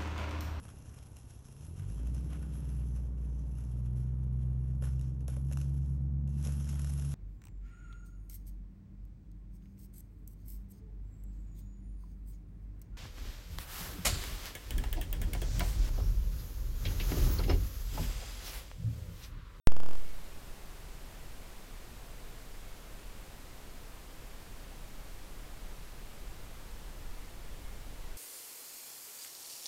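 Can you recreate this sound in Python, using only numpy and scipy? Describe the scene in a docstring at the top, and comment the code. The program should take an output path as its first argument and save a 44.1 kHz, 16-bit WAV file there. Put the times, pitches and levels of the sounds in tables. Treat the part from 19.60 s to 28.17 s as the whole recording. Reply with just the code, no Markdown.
"""A still summer meadow, heard through the microphone of a trail camera as it wakes up.
After a moment of silence the input switches on with a pop. The preamplifier then steps its gain up,
each step a small jump of voltage: a quickening run of ticks, under which the meadow fades in.
What stays is a steady hiss of air and electronics, a soft rumble of breeze at the microphone port,
a faint hum at the frame rate and, far across the field, four barely audible whistles of a bird."""
import sys
import numpy as np
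from scipy.fft import rfft, irfft, next_fast_len
from scipy.io import wavfile
from scipy.ndimage import map_coordinates

SR = 44100
rng = np.random.default_rng(int(sys.argv[2]) if len(sys.argv) > 2 else 0)


def put_to_file(sound):
    """Save the sound as 16-bit audio at rate SR, in the file named by the first command-line argument."""
    columns = np.atleast_2d(sound).T  # one column per channel
    safe = np.clip(columns, -1, 1)
    whole_steps = np.round(safe * 32767)
    wavfile.write(sys.argv[1], SR, whole_steps.astype(np.int16))


N = 377937

# strength of the breeze, as its rumble at the microphone: t/s, level/dB
BREEZE_LEVEL = [(0, -46), (4.7, -49), (5.4, -45.5), (6.6, -46), (7.7, -44), (8.57, -41)]
POWER_ON_S, STEP_COUNT = 0.0726, 27


def amp(db):
    """Decibels to gain."""
    return 10 ** (np.asarray(db) / 20)


def unit(x):
    """x at rms 1."""
    return x / np.sqrt(np.mean(x ** 2) + 1e-20)


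def seconds():
    """The time of every sample."""
    return np.arange(N) / SR


def curve(rows):
    """(s, value) rows joined by straight lines."""
    return np.interp(seconds(), *np.transpose(rows))


def wobble(rate):
    """A smooth random curve, rate knots a second."""
    return map_coordinates(rng.standard_normal(int(N * rate / SR) + 4), [seconds() * rate])


def filtered(x, response):
    """x times a response of frequency."""
    size = next_fast_len(N + SR)
    return irfft(rfft(x, size) * response(np.fft.rfftfreq(size, 1 / SR)), size)[:N]


def noise(spectrum):
    """Noise of rms 1, coloured by (Hz, dB) points on a log axis."""
    hz, db = np.transpose(spectrum)
    white = rng.standard_normal(N)
    return unit(filtered(white, lambda f: amp(np.interp(np.log(f + 1), np.log(hz + 1), db))))


def hiss(level_db=-53.0, breeze_share=0.047):
    """Even hiss of distant air and of the microphone itself; it lifts a trace with the breeze."""
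    # spectrum of the hiss: f/Hz, relative level/dB
    spectrum = [(30, -8), (120, 2), (220, -2.5), (500, -5.5), (1000, -9), (1800, -12), (2200, -12.5),
                (3300, -15), (4500, -16.5), (6000, -18.5), (7500, -18.5), (10000, -20.5), (14700, -21),
                (15800, -28.5)]
    wind_db = curve(BREEZE_LEVEL)
    return amp(level_db + breeze_share * (wind_db - wind_db.mean())) * noise(spectrum)


def breeze(eddy_db=1.0):
    """Light air rumbles right at the microphone port and swells a little in eddies."""
    # spectrum of slowly moving air: f/Hz, relative level/dB
    spectrum = [(1, -13), (5, -1), (16, 1), (25, -6.5), (48, -7.5), (72, -16), (120, -28.5), (300, -53),
                (2000, -100)]
    return amp(curve(BREEZE_LEVEL) + eddy_db * wobble(5)) * noise(spectrum)


def far_bird(waver_hz=18):
    """Thin whistles from far across the field, barely above the hiss; the air blurs their pitch."""
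    # the bird's whistles: start t/s, length/s, start f/Hz, end f/Hz, peak level/dB
    whistles = [(0.393, 0.2, 2160, 2230, -66), (2.98, 0.22, 2200, 2210, -68), (7.55, 0.13, 2130, 2040, -66),
                (8.0, 0.22, 2170, 2110, -66)]
    t, song = seconds(), np.zeros(N)
    for start, length, start_hz, end_hz, db in whistles:
        progress = np.clip((t - start) / length, 0, 1)
        pitch = start_hz + (end_hz - start_hz) * progress + waver_hz * wobble(60)
        swell = np.sqrt(np.abs(np.sin(np.pi * progress)))
        song += amp(db) * swell * np.sin(2 * np.pi * np.cumsum(pitch) / SR)
    return song


def frame_hum(frame_hz=30, waver_db=0.5):
    """Reading the image sensor loads the supply once a frame, which leaks into the sound."""
    # partials of the read-out hum: multiple of the frame rate, rms level/dB
    partials = [(0.5, -56.5), (1, -50), (1.5, -69), (2, -66.5), (3, -69.5), (4, -71), (6, -77.5)]
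    phase = 2 * np.pi * frame_hz * seconds()
    hum = sum(amp(db) * np.sqrt(2) * np.sin(multiple * phase + rng.uniform(0, 2 * np.pi))
              for multiple, db in partials)
    return hum * amp(waver_db * wobble(2.05))


def step_times(first_s=0.0808, start_per_s=41.4, speedup_per_s2=391):
    """When the preamplifier's gain steps come: their rate grows evenly with time."""
    rate = np.sqrt(start_per_s ** 2 + 2 * speedup_per_s2 * np.arange(STEP_COUNT))
    return first_s + (rate - start_per_s) / speedup_per_s2


def waking_gain(step_db=0.47):
    """The preamplifier passes nothing before power-on, then climbs in equal steps to full gain."""
    steps_left = STEP_COUNT - np.searchsorted(step_times(), seconds())
    return (seconds() > POWER_ON_S) * amp(-step_db * steps_left)


def offset_jump(start, decay_s=0.12):
    """A unit jump of voltage that leaks away through the coupling capacitor."""
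    age = np.maximum(seconds() - start, 0)
    return (age > 0) * np.exp(-age / decay_s)


def gain_ticks(first_db=-35.5, fade_power=0.6):
    """The input's offset jumps at every gain step, less each time: a run of small ticks."""
    jumps = amp(first_db) * np.linspace(1, 0, STEP_COUNT, endpoint=False) ** fade_power
    return sum(jump * offset_jump(start) for start, jump in zip(step_times(), jumps))


def range_ticks(first_db=-31.0, fall_db_per_s=21, width_s=0.0005):
    """Every third step changes the coarse gain range: the offset dips just before it, a sharper tick."""
    t, changes = seconds(), step_times()[2::3]
    depths = amp(first_db - fall_db_per_s * (changes - changes[0]))
    return -sum(depth * ((t > end - width_s) & (t <= end)) for end, depth in zip(changes, depths))


def power_on_pop(peak_db=-10.5):
    """The microphone input switches on and its offset appears at once."""
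    return amp(peak_db) * offset_jump(POWER_ON_S)


def scene():
    """One microphone in the meadow: silence, the pop, then the background fades in under the ticks."""
    background = hiss() + breeze() + far_bird() + frame_hum()
    return (waking_gain() * background + gain_ticks() + range_ticks() + power_on_pop())[None]


def record(dry, top_hz=15900):
    """The camera keeps nothing above its band limit."""
    return np.array([filtered(channel, lambda hz: hz < top_hz) for channel in dry])


dry = scene()
out = record(dry)
put_to_file(out)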